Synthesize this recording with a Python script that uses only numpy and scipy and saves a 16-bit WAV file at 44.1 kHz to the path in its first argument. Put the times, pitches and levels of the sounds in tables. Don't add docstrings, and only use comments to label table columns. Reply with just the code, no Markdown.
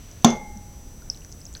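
import sys
import numpy as np
from scipy import signal
from scipy.io import wavfile

SR = 44100
rng = np.random.default_rng(int(sys.argv[2]) if len(sys.argv) > 2 else 0)


def generate_wav(signal):
    frames = np.transpose(np.atleast_2d(signal))
    scaled = np.clip(frames, -1, 1) * 32767
    pcm = np.round(scaled).astype(np.int16)
    wavfile.write(sys.argv[1], SR, pcm)


def amplitude_ratio(level_db):
    exponent = np.asarray(level_db, float) / 20
    return 10 ** exponent


N = 70560
T = np.arange(N) / SR


def rms_one(x):
    return x / np.sqrt(np.mean(x ** 2) + 1e-20)


def at_hz(points, hz):
    table_hz, value = np.transpose(points)
    return np.interp(np.log(hz), np.log(table_hz), value)


def passband(x, low_hz, high_hz):
    edges_hz = [low_hz, min(high_hz, .45 * SR)]
    return signal.sosfilt(signal.butter(2, edges_hz, "band", fs=SR, output="sos"), x)


def ring(clicks, hz, t60_s):
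    radius = amplitude_ratio(-60 / (t60_s * SR))
    angle = 2 * np.pi * hz / SR
    feedback = [1, -2 * radius * np.cos(angle), radius * radius]
    return signal.lfilter([0, np.sin(angle)], feedback, clicks + 1e-18)


def bands(spectrum, shape):
    edges_hz = 18 * 2 ** (np.arange(30) / 3)
    white = rng.standard_normal((2, N + 8192))
    out = 0
    for k, (low_hz, high_hz) in enumerate(zip(edges_hz, edges_hz[1:])):
        hz = np.sqrt(low_hz * high_hz)
        sos = signal.butter(2, [low_hz, high_hz], "band", fs=SR, output="sos")
        band = signal.sosfilt(sos, white[k % 2])[-N:]
        out = out + amplitude_ratio(at_hz(spectrum, hz)) / np.sqrt(300) * 12 * band * shape(hz)
    return out


# start_s [s], level_db [dB]
CONTACTS = [
    (0.2457, 0),
    (0.2466, -5),
    (0.2479, -4),
    (0.2508, -12),
]
BLOW_S = CONTACTS[0][0]
# pitch_hz [Hz], level_db [dB], t60_s [s]
BODY_LOW = [(151.5, -27, 0.4), (191, -13.5, 0.098), (232.6, -7, 0.21), (321, -14, 0.078),
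            (404.7, -16.5, 0.11), (455, -21, 0.1), (590, -23, .1), (690.5, -13, .14), (779, -8.5, 0.026),
            (861, -15.5, 0.022), (1008, -13.5, 0.034), (1053, -19, 0.097), (1300, -51, 0.052)]
# pitch_hz [Hz], level_db [dB], t60_s [s]
BODY_HIGH = [(2660, -22, .03), (3560, -25, 0.017), (3497, -10.5, 0.034), (3620, -15.5, .02),
             (4480, -24.5, .04), (5750, -10, 0.013), (5900, -14.5, 0.026), (6286, -9, 0.022),
             (6944, -12, 0.018)]


def body():
    start_s, foot_db = np.transpose(CONTACTS)
    out = np.zeros(N)
    for hz, level_db, t60_s in BODY_LOW + BODY_HIGH:
        clicks = np.zeros(N)
        spread_db = 2.0 * rng.standard_normal(len(start_s))
        clicks[(start_s * SR).astype(int)] = amplitude_ratio(foot_db + level_db + spread_db)
        out += ring(clicks, hz, t60_s)
    return out


# pitch_hz [Hz], level_db [dB per Hz]
RATTLE = [(60, -16), (200, -15), (450, 1), (1000, -3), (2000, -19.5), (3500, -15.5), (6300, -33),
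          (10000, -55)]
# pitch_hz [Hz], t60_s [s]
RATTLE_T60 = [(100, 0.58), (500, 0.37), (1400, 0.29), (4000, 0.26), (6000, 0.44), (11000, .12)]


def rattle():
    since_s = np.maximum(T - BLOW_S, 0)

    def shape(hz):
        decay = amplitude_ratio(-60 * since_s / at_hz(RATTLE_T60, hz))
        return decay * np.minimum(since_s * hz / 1.8, 1)

    rattle_db = -17.5
    return 8 * amplitude_ratio(rattle_db) * bands(RATTLE, shape)


def bottle():
    low_hz, high_hz = 115, 9500
    thud = passband(rattle() - body(), low_hz, high_hz)
    return passband(thud, low_hz, high_hz)


# start_s [s], level_db [dB], pitch_hz [Hz], t60_s [s]
CRACKS = [
    (0.2459, -14, 11000, .004),
    (0.246, -22, 14000, .003),
    (0.2479, -24, 10500, .004),
    (0.248, -30, 13500, .003),
]


def cracks():
    rise_s = 0.00019
    out = np.zeros(N)
    for start_s, level_db, hz, t60_s in CRACKS:
        since_s = np.maximum(T - start_s, 0)
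        envelope = amplitude_ratio(level_db - 60 * since_s / t60_s) * np.minimum(since_s / rise_s, 1)
        out += envelope * np.sin(2 * np.pi * hz * since_s)
    return out


# pitch_hz [Hz], width_hz [Hz], level_db [dB], t60_s [s]
BUZZ = [(3360, 440, -38, 0.23), (6150, 580, -24, 0.26), (5610, 1800, -32.5, .2), (7470, 1100, -45, 0.13),
        (216, 47, -24, 0.44)]


def buzz():
    rise_s = 0.00265
    since_s = T - BLOW_S
    out = np.zeros(N)
    for hz, width_hz, level_db, t60_s in BUZZ:
        noise = rms_one(passband(rng.standard_normal(N), hz - width_hz / 2, hz + width_hz / 2))
        decay = amplitude_ratio(level_db - 60 * np.maximum(since_s, 0) / t60_s)
        out += decay * np.clip(since_s / rise_s, 0, 1) * noise
    return out


def rustle():
    level_db, low_hz, high_hz = -59, 1200, 5000
    rub = rms_one(passband(rng.standard_normal(N), low_hz, high_hz))
    return amplitude_ratio(level_db) * rub * (T < BLOW_S)


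def settle():
    start_s, level_db, pitch_hz, t60_s, rise_s = 0.556, -33, 205, .16, .01
    since_s = np.maximum(T - start_s, 0)
    envelope = amplitude_ratio(level_db - 60 * since_s / t60_s) * np.minimum(since_s / rise_s, 1)
    return envelope * np.sin(2 * np.pi * pitch_hz * since_s)


# pitch_hz [Hz], level_db [dB], t60_s [s]
BOWL = [(824.3, -36, 1.45), (848, -28, .72), (2106, -32, .72), (2173, -34.5, .62), (3488, -26, .24),
        (3440, -30, .26), (6366, -29, .2), (9650, -41, .15), (8580, -43, .14)]


def bowl():
    delay_s, rise_s = .006, .025
    since_s = np.maximum(T - BLOW_S, 0)
    rung_s = np.maximum(since_s - delay_s, 0)
    swell = 1 - np.exp(-rung_s / rise_s)
    out = np.zeros(N)
    for hz, level_db, t60_s in BOWL:
        out += amplitude_ratio(level_db - 60 * since_s / t60_s) * swell * np.sin(2 * np.pi * hz * rung_s)
    return out


# delay_s [s], level_db [dB]
BOWL_ECHOES = [(.0012, -13), (.0022, -15), (.0038, -19), (.0058, -27), (.0135, -29), (.0162, -25)]


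def bowl_echoes(x):
    response = np.zeros(SR // 20)
    response[0] = 1
    for k, (delay_s, level_db) in enumerate(BOWL_ECHOES):
        response[int(delay_s * SR)] = amplitude_ratio(level_db) * (-1) ** k
    return signal.fftconvolve(x, response)[:N]


# start_s [s], peak_db [dB], pitch_hz [Hz],
# ring_cycles [cycles], rise [pitch share]
DRIPS = [(0.1138, -33.5, 6000, 8.9, 0.036), (0.2234, -40, 6200, 50, 0.012), (0.3042, -19, 5600, 8.1, 0.028),
         (0.3046, -30.5, 8300, 5.7, 0), (0.573, -34, 5880, 18, 0.062), (1.02, -45, 1363, 30, 0.13),
         (1.0207, -42.5, 5000, 7.6, 0.055), (1.1458, -39, 3870, 17, 0.12), (1.155, -49, 2980, 13, .05),
         (1.1625, -37, 5900, 20, 0.023), (1.174, -34, 5200, 4.4, 0.011), (1.2077, -40, 5700, 13, 0.048),
         (1.219, -46.5, 2700, 19, 0.16), (1.2477, -31, 5900, 10.4, 0.017), (1.248, -41.5, 1660, 3.5, 0.073),
         (1.318, -34, 5900, 11, 0), (1.325, -26.5, 5820, 6, .05), (1.404, -40, 7900, 23, 0.083),
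         (1.415, -37.5, 5160, 14, 0.034), (1.4537, -29, 6550, 19, -.05), (1.465, -35, 5300, 56, 0.16),
         (1.528, -33.5, 7000, 6.2, 0.011), (1.5509, -24, 4160, 6.9, 0.076),
         (1.1, -35, 5350, 11, 0.023), (1.559, -45, 4400, 30, .05), (2.2, -49, 2600, 3.5, 0),
                (1.0205, -53, 2800, 2.2, 0), (1.2475, -40, 4500, 2.5, 0), (0.67, -58, 8100, 5.5, -0.01),
                (1.539, -30.5, 7200, 7.3, -0.023), (1.552, -46, 1600, 8.6, -0.037),
                (1.564, -45, 1500, 7.6, 0.034), (1.565, -43, 4300, 2, 0), (1.5694, -32.5, 6250, 31, -.04),
                (1.577, -39, 5000, 13, .05)]


def drips():
    pops = []
    for start_s, peak_db, hz, cycles, rise in DRIPS:
        up_cycles, down_cycles = min(.3 * cycles, 3.0), .32 * cycles
        pops.append((start_s, peak_db, hz, up_cycles, down_cycles, rise / cycles))
    pops.append((1.0996, -10, 5450, 6.5, 2.7, 0))

    out = np.zeros(N + SR)
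    t = np.arange(SR // 10) / SR
    for start_s, peak_db, hz, up, down, rise_per_cycle in pops:
        cycle = t * hz
        swell = np.sin(np.pi / 2 * cycle / up) ** 2
        fall = np.exp(-(np.abs(cycle - up) / down) ** 1.7)
        tone = np.sin(2 * np.pi * cycle * (1 + rise_per_cycle * cycle / 2))
        out[int(start_s * SR):][:len(t)] += amplitude_ratio(peak_db) * np.where(cycle < up, swell, fall) * tone
    return bowl_echoes(out)


def cavity():
    start_s, length_s, level_db = 1.103, .05, -46.5
    from_hz, to_hz = 5050, 5900
    progress = np.clip((T - start_s) / length_s, 0, 1)
    hz = from_hz + (to_hz - from_hz) * progress ** 2
    flutter = 1 + .7 * rms_one(passband(rng.standard_normal(N), 60, 600))
    envelope = amplitude_ratio(level_db - 6 * progress) * np.sqrt(np.sin(np.pi * progress) + 1e-12)
    return envelope * flutter * np.sin(2 * np.pi * np.cumsum(hz) / SR)


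def fizz():
    from_s, fizz_per_s, fizz_db, fizz_hz = 1.0, 250, -62, 4500
    spray_s, spray_per_s, spray_db, spray_fade_s = 1.5505, 2000, 9, .035
    spray = (T > spray_s) * np.exp(-np.maximum(T - spray_s, 0) / spray_fade_s)
    size_db = 3.0 * np.minimum(rng.exponential(1, N), 2.5) + spray_db * spray
    sizes = amplitude_ratio(size_db) * rng.choice([-1, 1], N)
    chance = (fizz_per_s + spray_per_s * spray) / SR
    bursts = sizes * (rng.random(N) < chance) * (T > from_s)
    pitches_hz = fizz_hz * np.geomspace(.33, 1.5, num=16)
    dealt = rng.integers(0, 16, N)
    out = np.zeros(N)
    for k, hz in enumerate(pitches_hz):
        out += ring(bursts * (dealt == k), hz, 20.0 / hz)
    return amplitude_ratio(fizz_db) * out


def kitchen(x):
    room_db, t60_s, gap_s = -21, .22, .004
    t = np.arange(SR // 2) / SR
    tail = rng.standard_normal(len(t)) * amplitude_ratio(-60 * t / t60_s) * (t > gap_s)
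    unit_tail = tail / np.sqrt(np.sum(tail ** 2))
    return amplitude_ratio(room_db) * signal.fftconvolve(x, unit_tail)[:N]


# pitch_hz [Hz], level_db [dB rms]
WHINE = [(5039.1, -82), (5879.8, -57), (5999.9, -78), (6119.7, -62), (6359.7, -71), (6600.7, -80)]


def whine():
    out = np.zeros(N)
    for hz, level_db in WHINE:
        out += np.sqrt(2) * amplitude_ratio(level_db) * np.sin(2 * np.pi * hz * T)
    flip_tone_hz, flip_rate_hz, flip_db = 7867.1, 29.97, -63.5
    flip = np.tanh(8 * np.sin(2 * np.pi * flip_rate_hz * T))
    return out + np.sqrt(2) * amplitude_ratio(flip_db) * np.sin(2 * np.pi * flip_tone_hz * T) * flip


# pitch_hz [Hz], level_db [dB per Hz]
FLOOR = [(25, 1), (80, -5.5), (200, -15), (500, -25), (1500, -36.5), (4000, -43), (6100, -34.5),
         (8000, -43.5)]


def background():
    floor_db, hiss_db = -42, -59.5
    rumble = amplitude_ratio(floor_db) * rms_one(bands(FLOOR, lambda hz: 1))
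    hiss = amplitude_ratio(hiss_db) * rng.standard_normal(N)
    return rumble + hiss + whine()


def scene():
    blow = bottle() + cracks() + buzz() + settle() + bowl()
    wet = drips() + cavity() + fizz()
    return (blow + rustle() + wet + kitchen(wet) + background())[None]


def band_limit(x):
    return signal.sosfilt(signal.butter(12, 16360, fs=SR, output="sos"), x)


def record(dry):
    mix = np.clip(dry, -1.0, 1.0)
    return band_limit(mix)


dry = scene()
out = record(dry)
generate_wav(out)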